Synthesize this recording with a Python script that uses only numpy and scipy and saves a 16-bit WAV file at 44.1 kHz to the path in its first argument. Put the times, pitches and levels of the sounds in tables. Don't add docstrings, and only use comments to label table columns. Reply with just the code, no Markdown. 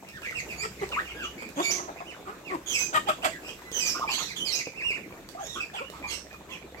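import sys
import numpy as np
from scipy import signal
from scipy.fft import rfft, irfft, next_fast_len
from scipy.io import wavfile
from scipy.ndimage import uniform_filter1d, map_coordinates

SR = 44100
rng = np.random.default_rng(int(sys.argv[2]) if len(sys.argv) > 2 else 0)


def transcribe(u):
    v = np.clip(np.atleast_2d(u).T, -1, 1)
    q = np.round(v * 32767).astype(np.int16)
    wavfile.write(sys.argv[1], SR, q)


N = 299880


def amp(db):
    return 10 ** (np.asarray(db) / 20)


def unit(x):
    return x / np.sqrt(np.mean(x ** 2) + 1e-20)


def along(points, hz):
    f, v = np.transpose(points)
    return np.interp(np.log(hz + 1), np.log(f + 1), v)


def wobble(rate):
    knots = rng.standard_normal(int(N * rate / SR) + 4)
    return map_coordinates(knots, [np.arange(N) * rate / SR])


def filtered(x, response):
    m = next_fast_len(N + SR // 2)
    hz = np.fft.rfftfreq(m, 1 / SR)
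    return irfft(rfft(x, m) * response(hz), m)[..., :N]


def hiss(spectrum):
    return unit(filtered(rng.standard_normal(N), lambda hz: amp(along(spectrum, hz))))


def rush(spectrum, patchy_db):
    # f/Hz, correlation (-1 to 1)
    likeness = [(60, 0.75), (240, 1), (950, 0.49), (3770, -0.028), (15000, 0.11)]
    z = signal.stft(rng.standard_normal((2, N)), nperseg=512)[2]
    field = rng.standard_normal(z.shape[1:])
    field = uniform_filter1d(field, size=10, axis=0)
    field = uniform_filter1d(field, size=8, axis=1)
    pair = signal.istft(z * amp(patchy_db * unit(field)), nperseg=512)[1][:, :N]

    def mid_side_response(hz):
        turn = np.arccos(np.clip(along(likeness, hz), -1, 1)) / 2
        return amp(along(spectrum, hz)) * [np.cos(turn), np.sin(turn)]

    mid, side = filtered(pair, mid_side_response)
    return unit(np.array([mid + side, mid - side]))


def add(out, s, sound, pan_db):
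    at = round(s * SR)
    piece = out[:, at:at + sound.shape[-1]]
    piece += amp([[pan_db / 2], [-pan_db / 2]]) * sound[..., :piece.shape[1]]


def hum():
    # t/s, peak level/dB
    engine_level = [(0.0, -85), (0.44, -52.5), (1.31, -50), (1.38, -65), (2.61, -60), (4.13, -58),
                    (5.02, -78), (5.61, -52), (5.68, -75), (6.04, -49), (6.44, -61), (6.8, -52)]
    phase = 2 * np.pi * np.cumsum(64 + 2.95 * wobble(5.8)) / SR
    level_db = np.interp(np.arange(N) / SR, *np.transpose(engine_level))
    return amp(level_db) * np.sin(phase)


def bustle():
    # t/s, relative rumble level/dB, murmur level/dB, rustle level/dB
    course = [(0.0, -58, -56.5, -64), (0.53, -52, -50.5, -56.5), (2.01, -58, -50, -63.5),
              (4.3, -57, -50.5, -58.5), (4.751, -56.5, -52.5, -62.5), (6.8, -56.5, -52, -64.5)]
    # f/Hz, relative level per Hz/dB; the murmur is the far flock and feet
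    rumble_spectrum = [(24, -55), (34, 5), (45, -4.5), (100, -3.5), (200, 1.5), (260, -24), (440, -120)]
    murmur_spectrum = [(71, -35), (120, -5), (332, 8), (929, -4), (1800, -8.5), (2420, -37), (3500, -10.5),
                       (4550, -17), (7700, -120)]
    rustle_spectrum = [(1180, -6), (2000, -0.5), (2490, 1), (3740, -13.5), (7440, -4.5), (9250, -17),
                       (13800, -9), (14900, -24), (16000, -12)]
    s, *columns = np.transpose(course)
    rumble_db, murmur_db, rustle_db = [np.interp(np.arange(N) / SR, s, c) for c in columns]
    jostle = wobble(9)
    rumble = amp(rumble_db + 1.5) * rush(rumble_spectrum, patchy_db=2.0)
    murmur = amp(murmur_db + 3.0 + jostle) * rush(murmur_spectrum, patchy_db=3.0)
    grains = unit(amp(0.9 * jostle + 0.8 * wobble(500)))
    rustle = amp(rustle_db + 8.0) * grains * rush(rustle_spectrum, patchy_db=1.8)
    return rumble + murmur + rustle


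def nibbles(count=170):
    out, t = np.zeros((2, N)), np.arange(SR // 100) / SR
    for when, high, loud, side in rng.random((count, 4)):
        level_db = -46.0 + 10.7 * loud - 60 * t / 0.018
        pitch_hz = 420 * 5.64 ** high
        tick = amp(level_db) * np.sin(2 * np.pi * pitch_hz * t)
        add(out, when * N / SR, tick, 12 * side - 7)
    return out


def pecks():
    # t/s, relative click level/dB, relative thud level/dB, left minus right/dB
    ticks = [(.034, -41, -43, -1), (0.0877, -37, -54, -16), (0.219, -28, -44, 2), (.31, -26, -43, 3),
             (0.8906, -29, -60, -5), (0.9051, -40, -35.5, -3), (1.49, -31, -47, -11),
             (1.961, -57, -35.5, -2), (3.4834, -29, -37, 1), (3.7163, -23, -38, 0), (3.996, -26, -31.5, 1),
             (4.476, -33, -61, -9), (4.6712, -32, -29, -2), (4.905, -28, -34.5, 0),
             (5.2889, -26, -53, -4.5), (5.2996, -40, -46, -1), (5.315, -34, -49, -2),
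             (5.9, -25.5, -36.5, 0), (6.33, -36, -41, -3)]
    out, t = np.zeros((2, N)), np.arange(SR // 20) / SR
    for s, db, thud_db, pan_db in ticks:
        dulled = signal.lfilter([1], [1, -.55], rng.standard_normal(len(t)))
        click = amp(db - 13.0 - 60 * t / 0.017) * dulled
        thud_hz = rng.uniform(435, 688)
        thud = amp(thud_db + 6.0 - 60 * t / 0.015) * np.sin(2 * np.pi * thud_hz * t)
        add(out, s, click + thud, pan_db)
    return out


def wings():
    # t/s, relative level/dB
    beats = [(1.692, -30.5), (1.789, -27.5), (1.881, -28.5), (2.002, -29), (2.277, -38)]
    # f/Hz, relative level per Hz/dB
    feather_spectrum = [(88, -34), (150, -17), (327, -27), (365, -3.5), (500, -19), (634, 1.5),
                        (2000, -21.5), (2600, -45), (4400, -120)]
    out, air, t = np.zeros((2, N)), hiss(feather_spectrum), np.arange(SR // 6) / SR
    for s, db in beats:
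        u = t / 0.0088
        puff = u * np.exp(1 - u) * air[round(s * SR):][:len(t)]
        add(out, s, amp(db) * puff / 2, 0)
    return out


def voices(calls, air, air_db, upper_db, fade, jitter, blur_hz, alternate, pulsed, attack, release):
    def shaky(rate):
        return (unit(wobble(rate)) + 1j * unit(wobble(rate))) / np.sqrt(2)

    out, drift, grain = np.zeros((2, N)), wobble(160), wobble(120)
    narrow = shaky(blur_hz)
    wide = np.array([shaky(2 * blur_hz), shaky(2 * blur_hz)])
    for s, length, first_hz, middle_hz, last_hz, db, peak, pan_db, second_db, third_db, rough in calls:
        at = np.arange(round((s - fade) * SR), min(round((s + length + fade) * SR), N))
        rough, peak = np.clip(rough, 0, 1), np.clip(peak, .05, .95)

        u = np.clip((at / SR - s) / length, 0, 1)
        bend_hz = 2 * middle_hz - first_hz - last_hz
        arc = first_hz + (last_hz - first_hz) * u + bend_hz * 2 * u * (1 - u)
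        phase = 2 * np.pi * np.cumsum(arc * (1 + jitter * rough * drift[at])) / SR

        share = amp([0, second_db, third_db])
        upper = share[1:].max() * amp(upper_db)
        share = np.append(share, upper) / np.linalg.norm(share)

        v = np.clip((at / SR - s + fade) / (length + 2 * fade), 0, 1)
        swell = np.where(v < peak, (v / peak) ** attack, ((1 - v) / (1 - peak)) ** release)
        tone = 0
        for k, gain in enumerate(share):
            smear = min(rough * (1 + 0.47 * k), 1)
            blur = np.sqrt(1 - smear ** 2) + smear * (wide[:, at] if k else narrow[at])
            partial = np.sqrt(2) * np.imag(blur * np.exp(1j * (k + 1) * phase))
            tone = tone + gain * swell ** (0.071 * k) * partial
        half_rate = np.sin(phase / 2)
        tone = tone * (1 + alternate * half_rate)

        effort = rough * np.linalg.norm(share[1:])
        leak = effort * amp(air_db + 2 * grain[at])
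        puff = leak * air[at] * np.exp(pulsed * half_rate)
        add(out, s - fade, amp(db) * swell * (tone + puff), pan_db)
    return out


def peeps():
    # t/s, length without fades/s, first f/Hz, middle f/Hz, last f/Hz, level/dB,
    # loudest point/share of length, left minus right/dB, 2nd and 3rd partial re 1st/dB,
    # roughness (held within 0-1)
    calls = [(.07, 0.045, 2650, 2606, 2390, -46.5, 0.5, 5, -25, -25, 0.86),
             (.135, 0.053, 1825, 1777, 1245, -44.5, 0.75, -6, -16, -24, 0.41),
             (.225, 0.041, 2835, 2540, 2310, -35.5, 0.95, 0.5, -26, -22, 1),
             (.228, 0.066, 1457, 1760, 1910, -40.5, 0.27, -4, -17, -25, 1.07),
             (.27, 0.062, 2080, 2060, 1880, -37, 0.2, -0.5, -30, -23, 1.2),
             (.32, 0.016, 1780, 1433, 1170, -41.5, 0.44, -6, -17, -33, 0.47),
             (.35, 0.061, 2830, 2416, 1994, -32.5, 0.79, -0.5, -18.5, -14, 0.73),
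             (.49, 0.043, 2710, 2450, 2160, -37.5, 0.8, 0, -17.5, -16, 0.85),
             (.58, 0.072, 2250, 2440, 2830, -39, 0.43, -3.5, -1.5, 0.5, 0.17),
             (.6, 0.042, 2490, 2386, 1960, -36.5, 0.87, 0, -20, -14, 1.03),
             (.79, 0.06, 2490, 1940, 2546, -38.5, 0.8, -1, -18, -18, 1.1),
             (.925, 0.039, 2890, 2470, 1850, -30, 0.48, 3, -38, -25, 0.35),
             (.92, 0.014, 1400, 1138, 880, -36.5, 0.56, -1, -7, -12, 0.44),
             (.967, 0.0184, 1036, 1230, 1300, -25.5, 0.7, -3, -23, -47, 0.26),
             (.99, 0.0113, 1460, 1800, 1850, -26.5, 0.36, -4, -21.5, -47, 0.33),
             (1.05, 0.035, 2910, 2670, 2160, -42.5, 0.83, 0, -20, -38, 0.44),
             (1.09, 0.033, 3090, 2840, 2360, -38, 0.85, 3, -25, -36, 0.74),
             (1.148, .11, 1583, 1603, 1179, -38, 1, -0.5, -14, -22, 0.32),
             (1.19, 0.045, 2865, 2714, 2410, -40, 1, 2, -23, -30, 0.5),
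             (1.24, 0.027, 2960, 2900, 2940, -35.5, 0.55, 4, -24, -30, 0.26),
             (1.235, 0.038, 3550, 3140, 2980, -45.5, .2, -4, -4, -34, 0.55),
             (1.385, 0.11, 2357, 2343, 2330, -42, 0.06, 0, -17.5, -18, 1.1),
             (1.56, 0.086, 3280, 3384, 3740, -39.5, 0.93, 1.5, -0.5, -15, 0.72),
             (1.622, 0.035, 3100, 2540, 2290, -38, 0.9, 1, 0, -15, 0.65),
             (1.632, 0.094, 2290, 2301, 2264, -30, 0.53, -3, -14, -3, 0.25),
             (1.703, 0.022, 2400, 2830, 3300, -28.5, 0.64, -2.5, 16, -24, 0.46),
             (1.72, 0.084, 2232, 2138, 1960, -39.5, 0.5, -3, -15, 4, 0.54),
             (1.955, 0.067, 1622, 2570, 1650, -52, 0.64, -9, -20, -17, 0.42),
             (2.055, 0.074, 2400, 2954, 1755, -44, 0.76, -1, -19, -19, 0.2),
             (2.25, 0.11, 1258, 1258, 1216, -47.5, 0.54, -17, -21, -36, 1.1),
             (2.452, 0.07, 2830, 2380, 1715, -40, 0.8, -2.5, -21, -26, 0.17),
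             (2.665, 0.064, 3395, 3155, 3245, -33, 0.93, -5, 1.5, -13, 0.68),
             (2.74, 0.15, 2552, 2539, 2412, -33.5, 0.1, -2, -12, -5.5, 0.19),
             (2.725, 0.036, 2970, 2810, 2470, -31, 1, 5.5, 4, -16, 0.07),
             (2.745, 0.054, 2546, 2270, 2150, -30, 0.16, -1.5, -35, -9, 0.58),
             (2.79, 0.077, 3040, 3184, 3186, -34, 0, -4.5, 22, -13, 0.47),
             (3.066, 0.032, 2770, 3310, 3380, -41, 0.5, -3, -19, -30, 0.5),
             (3.095, 0.023, 2580, 2720, 2820, -44, 0.3, -3, -28, -30, 0.4),
             (3.224, 0.039, 2560, 3280, 3350, -38, 0.17, 1, -25, -21, 0.6),
             (3.32, 0.061, 2090, 1820, 1570, -42, 0.37, -3, -24, -40, 0.76),
             (3.43, 0.078, 2465, 2560, 2470, -42.5, 0.8, 3, -12, -12, 0.9),
             (3.47, 0.045, 2590, 3014, 2470, -45.5, 0.78, -8, -10, -19, 1.13),
             (3.55, 0.17, 2020, 2024, 1980, -52.5, 0.77, -7, -18, -31, 0.08),
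             (3.725, 0.082, 3200, 3100, 2926, -32, 0.75, -3.5, 4.5, -18, 0.54),
             (3.82, 0.12, 2010, 2015, 2000, -50, 0.1, -5, -27, -30, 0.2),
             (3.8, 0.13, 2610, 2415, 2450, -31.5, 0.18, -3, -3.5, -4.5, 0.38),
             (3.855, 0.08, 3550, 2697, 2724, -30, 0.26, 3, 18, -15, 0.46),
             (3.95, 0.041, 1187, 1303, 1460, -33, 0.3, -7, -14.5, -41, 0.9),
             (4.01, 0.041, 1006, 1193, 677, -28.5, 0.47, -7, -33, -32, 0.46),
             (4.092, 0.02, 995, 980, 900, -31.5, 0, -7, -14, -14, 1.2),
             (4.08, 0.092, 2350, 3026, 3410, -31, 0.08, 2.5, -17, -38, 0.38),
             (4.1, 0.077, 2480, 2206, 2046, -34, 0.67, -3, 11, 9, 0.74),
             (4.21, 0.066, 1926, 1950, 1905, -37.5, 0.23, -2, 9.5, 5.5, 0.78),
             (4.185, 0.042, 889, 1254, 810, -33.5, 0, -7, -9, -9, 0.85),
             (4.19, 0.031, 3390, 3280, 3060, -40.5, 0, -8, 15, -37, 0.53),
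             (4.28, 0.045, 2546, 2306, 1920, -41, 0.8, -4, -5.5, -14, 0.45),
             (4.365, 0.052, 3410, 3210, 3000, -38, 0.1, -1.5, -5, -15, 1.13),
             (4.4, 0.069, 3070, 3103, 3170, -34, 0.23, 0.5, -18, -19, 0.56),
             (4.455, 0.11, 2595, 2054, 2057, -36, 0.19, -5, 8.5, -3.5, 0.45),
             (4.525, 0.035, 2684, 2920, 3270, -34, 1, -5.5, 17, -13, 0.34),
             (4.52, 0.039, 2950, 2500, 2440, -32.5, 0.5, 0, 4, -7, 0.06),
             (4.56, 0.055, 2570, 2553, 2180, -32.5, 0.82, 3.5, -10, -17, 0.95),
             (4.66, 0.041, 2660, 2410, 2280, -41, 0, 4, -27, -23, 0.73),
             (4.745, 0.075, 2025, 2693, 1780, -39.5, 0.93, -1, -21, -24, 0.42),
             (4.806, 0.12, 2250, 2820, 2100, -28, 0.84, 2, -22.5, -27, 0.18),
             (4.945, 0.031, 2875, 2400, 1740, -36.5, 0.37, -4, -39, -23, 0.3),
             (5.037, 0.018, 2370, 2140, 1920, -50, 0.1, -15, -31, -36, 0.3),
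             (5.375, 0.024, 1200, 1255, 1150, -41.5, 0.5, -10, -31, -36, 0.54),
             (5.4, 0.07, 3150, 3290, 3240, -47.5, 1, -4.5, 9, -6, 0.7),
             (5.445, 0.13, 3405, 3733, 3006, -44, 0.82, 0.5, -8.5, -16, 0.54),
             (5.45, 0.19, 1823, 1914, 1890, -51.5, 0, 0, -8, 4, 0.3),
             (5.56, 0.037, 1287, 1332, 1397, -33, 0.5, -5.5, -17, -39, 0.93),
             (5.605, 0.046, 2610, 2483, 2306, -33.5, 0.2, 3.5, -16.5, -20, 0.68),
             (5.742, 0.053, 3450, 2910, 2300, -36.5, 0.9, 3, -22, -28, 0.1),
             (5.79, 0.0094, 1380, 1404, 1350, -36.5, 0.64, -5, -25, -36, 0.5),
             (5.925, 0.087, 1046, 1132, 1154, -46, 0.2, -7, -10, -25, 1.2),
             (6.03, 0.039, 2373, 2420, 2330, -38, 0.45, 2, -39, -26, 0.52),
             (6.03, 0.044, 1047, 1004, 1075, -42, 0.58, -8, -12, -28, 1.14),
             (6.075, 0.041, 3270, 3320, 3250, -42, 1, -4, 7, -3, 0.36),
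             (6.08, 0.084, 2270, 2157, 2160, -41.5, 0.2, -1.5, -2.5, -18, 0.7),
             (6.1, 0.083, 2850, 2740, 2890, -39.5, 0.4, -3, -2.5, -6, 1.1),
             (6.31, 0.058, 2480, 2456, 2410, -51, 0.3, -3, -22, -30, 0.42),
             (6.49, 0.092, 990, 1050, 1007, -47, 0.13, -6, -5, -8, 0.5),
             (6.5, 0.037, 3470, 3210, 2900, -41, 1, 3.5, -12, -23, 0.7),
             (6.52, 0.049, 2715, 2480, 2240, -43.5, 0.2, -7, -32, -27, 0.1),
             (5.845, 0.049, 2710, 2900, 2840, -47.5, 0, -4, -25, -30, 0.5),
             (6.772, 0.055, 1150, 1175, 1170, -48, 0.6, -10, 4, -25, 0.2)]
    # f/Hz, relative level per Hz/dB
    wheeze = [(1760, 9), (3000, 10.5), (6670, -0.5), (7890, 10.5), (8700, -19), (12900, 7), (15600, -53),
              (16000, -53)]
    return voices(calls, hiss(wheeze), air_db=-5.0, upper_db=[-17, -18], fade=.006, jitter=0.0303,
                  blur_hz=399.0, alternate=0, pulsed=0, attack=0.56, release=0.68)


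def clucks():
    # t/s, length without fades/s, first f/Hz, middle f/Hz, last f/Hz, level/dB,
    # loudest point/share of length, left minus right/dB, 2nd and 3rd partial re 1st/dB,
    # roughness (held within 0-1)
    calls = [(.345, 0.017, 293, 286, 280, -48, 0.54, -6, -11, -16, 1),
             (.63, 0.026, 418, 435, 430, -33.5, 0.96, 0.5, -21, 2, 0.22),
             (.82, 0.022, 426, 391.5, 376, -27.5, 0.65, 0.5, -7.5, -12, 0.21),
             (1.42, 0.01, 245, 257, 231, -41.5, 0.76, -2.5, 3, -19, 0.53),
             (1.576, 0.047, 268, 318.7, 433, -25.5, 0.57, 0, -4, -9, 0.27),
             (1.67, 0.26, 355, 361, 335, -42.5, 0.45, -3.5, -1, 2, 0.25),
             (2.04, 0.1, 350, 339, 328, -52, 0.33, -4, -21, -4, .15),
             (2.27, 0.036, 389, 383.5, 415, -38.5, 0.82, 0, -4, 2, 0.23),
             (2.506, 0.051, 369, 374.5, 304, -29.5, 0.86, 2, -9.5, -3.5, 0.18),
             (2.935, 0.011, 723, 711, 673, -31, 1, -3, 0, -18, 0.35),
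             (2.949, 0.032, 635, 620.5, 605, -19, 0.51, 1.5, 11, 5.5, 0.2),
             (3.077, 0.011, 840, 827, 765, -29.5, 0.77, -7.5, -15, -13, 0.6),
             (3.092, 0.027, 661, 625, 610, -21.5, 0.22, 0.5, 1.5, -25, 0.35),
             (3.236, 0.011, 727, 680, 675, -31, 0.66, -6, -7, -13, 0.62),
             (3.25, 0.031, 623, 608, 580, -26.5, 0.17, -4, -5, -23, 1),
             (5.356, 0.035, 672, 736, 810, -38.5, 0.069, -4, -25, -39, 0.38),
             (5.393, 0.052, 771, 771, 630, -32, 0.4, -1, -20, -43, 0.68),
             (5.74, 0.063, 752, 857, 890, -38, 0.33, -3, -11, -28, 1),
             (5.81, 0.021, 458, 544, 523, -34, 0.52, -1, -3, -15, 0.17)]
    # f/Hz, relative level per Hz/dB
    rasp = [(530, -13), (900, 3), (1900, -5.5), (2750, -6.5), (3400, -10.5), (4000, -23), (4700, -17.5),
            (5800, -28), (7770, -10.5), (8980, -28), (12100, -20), (16000, -43)]
    return voices(calls, hiss(rasp), air_db=3.5, upper_db=[-13, -14, -22], fade=.007, jitter=0.076,
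                  blur_hz=140.6, alternate=0.18, pulsed=0.77, attack=0.41, release=0.91)


def yard(x):
    # f/Hz, t60/s
    decay = [(300, 0.16), (1200, 0.14), (2500, 0.22), (6000, 0.35), (12000, 0.22)]
    out, step = np.zeros((2, N + 2 * SR)), SR // 4
    delay = 200
    for at in range(0, N, step):
        hz, t, z = signal.stft(rng.standard_normal((2, SR // 2)), SR, nperseg=256)
        z[1] = np.where(hz[:, None] < 700, z[0], z[1])
        fall_db = -60 * t / along(decay, hz)[:, None]
        tail = signal.istft(z * amp(fall_db), SR, nperseg=256)[1]
        wet = signal.fftconvolve(x[:, at:at + step], tail / np.linalg.norm(tail[0]), axes=1)
        out[:, at + delay:at + delay + wet.shape[1]] += wet
    return out[:, :N]


def ports(x, lead_ms):
    # f/Hz, left minus right/dB
    shade = [(500, -2), (1250, 4.5), (2500, -5), (5000, -13.5), (10000, -3.5)]
    side = np.array([[.5], [-.5]])

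    def response(hz):
        lead = np.exp(2j * np.pi * hz * lead_ms / 1000 * side)
        return amp(along(shade, hz) * side) * lead

    return filtered(x, response)


def scene():
    far = peeps() + pecks() + nibbles()
    near = clucks() + wings()
    wet = yard(amp(-1.0) * far + amp(-4.5) * near)
    return ports(far + wet, lead_ms=0.15) + ports(near, lead_ms=0.35) + bustle() + hum()


def record(dry):
    top_hz, bass_hz = 15900, 40
    return filtered(dry, lambda hz: (hz < top_hz) / np.sqrt(1 + (bass_hz / (hz + 1)) ** 8))


dry = scene()
out = record(dry)
transcribe(out)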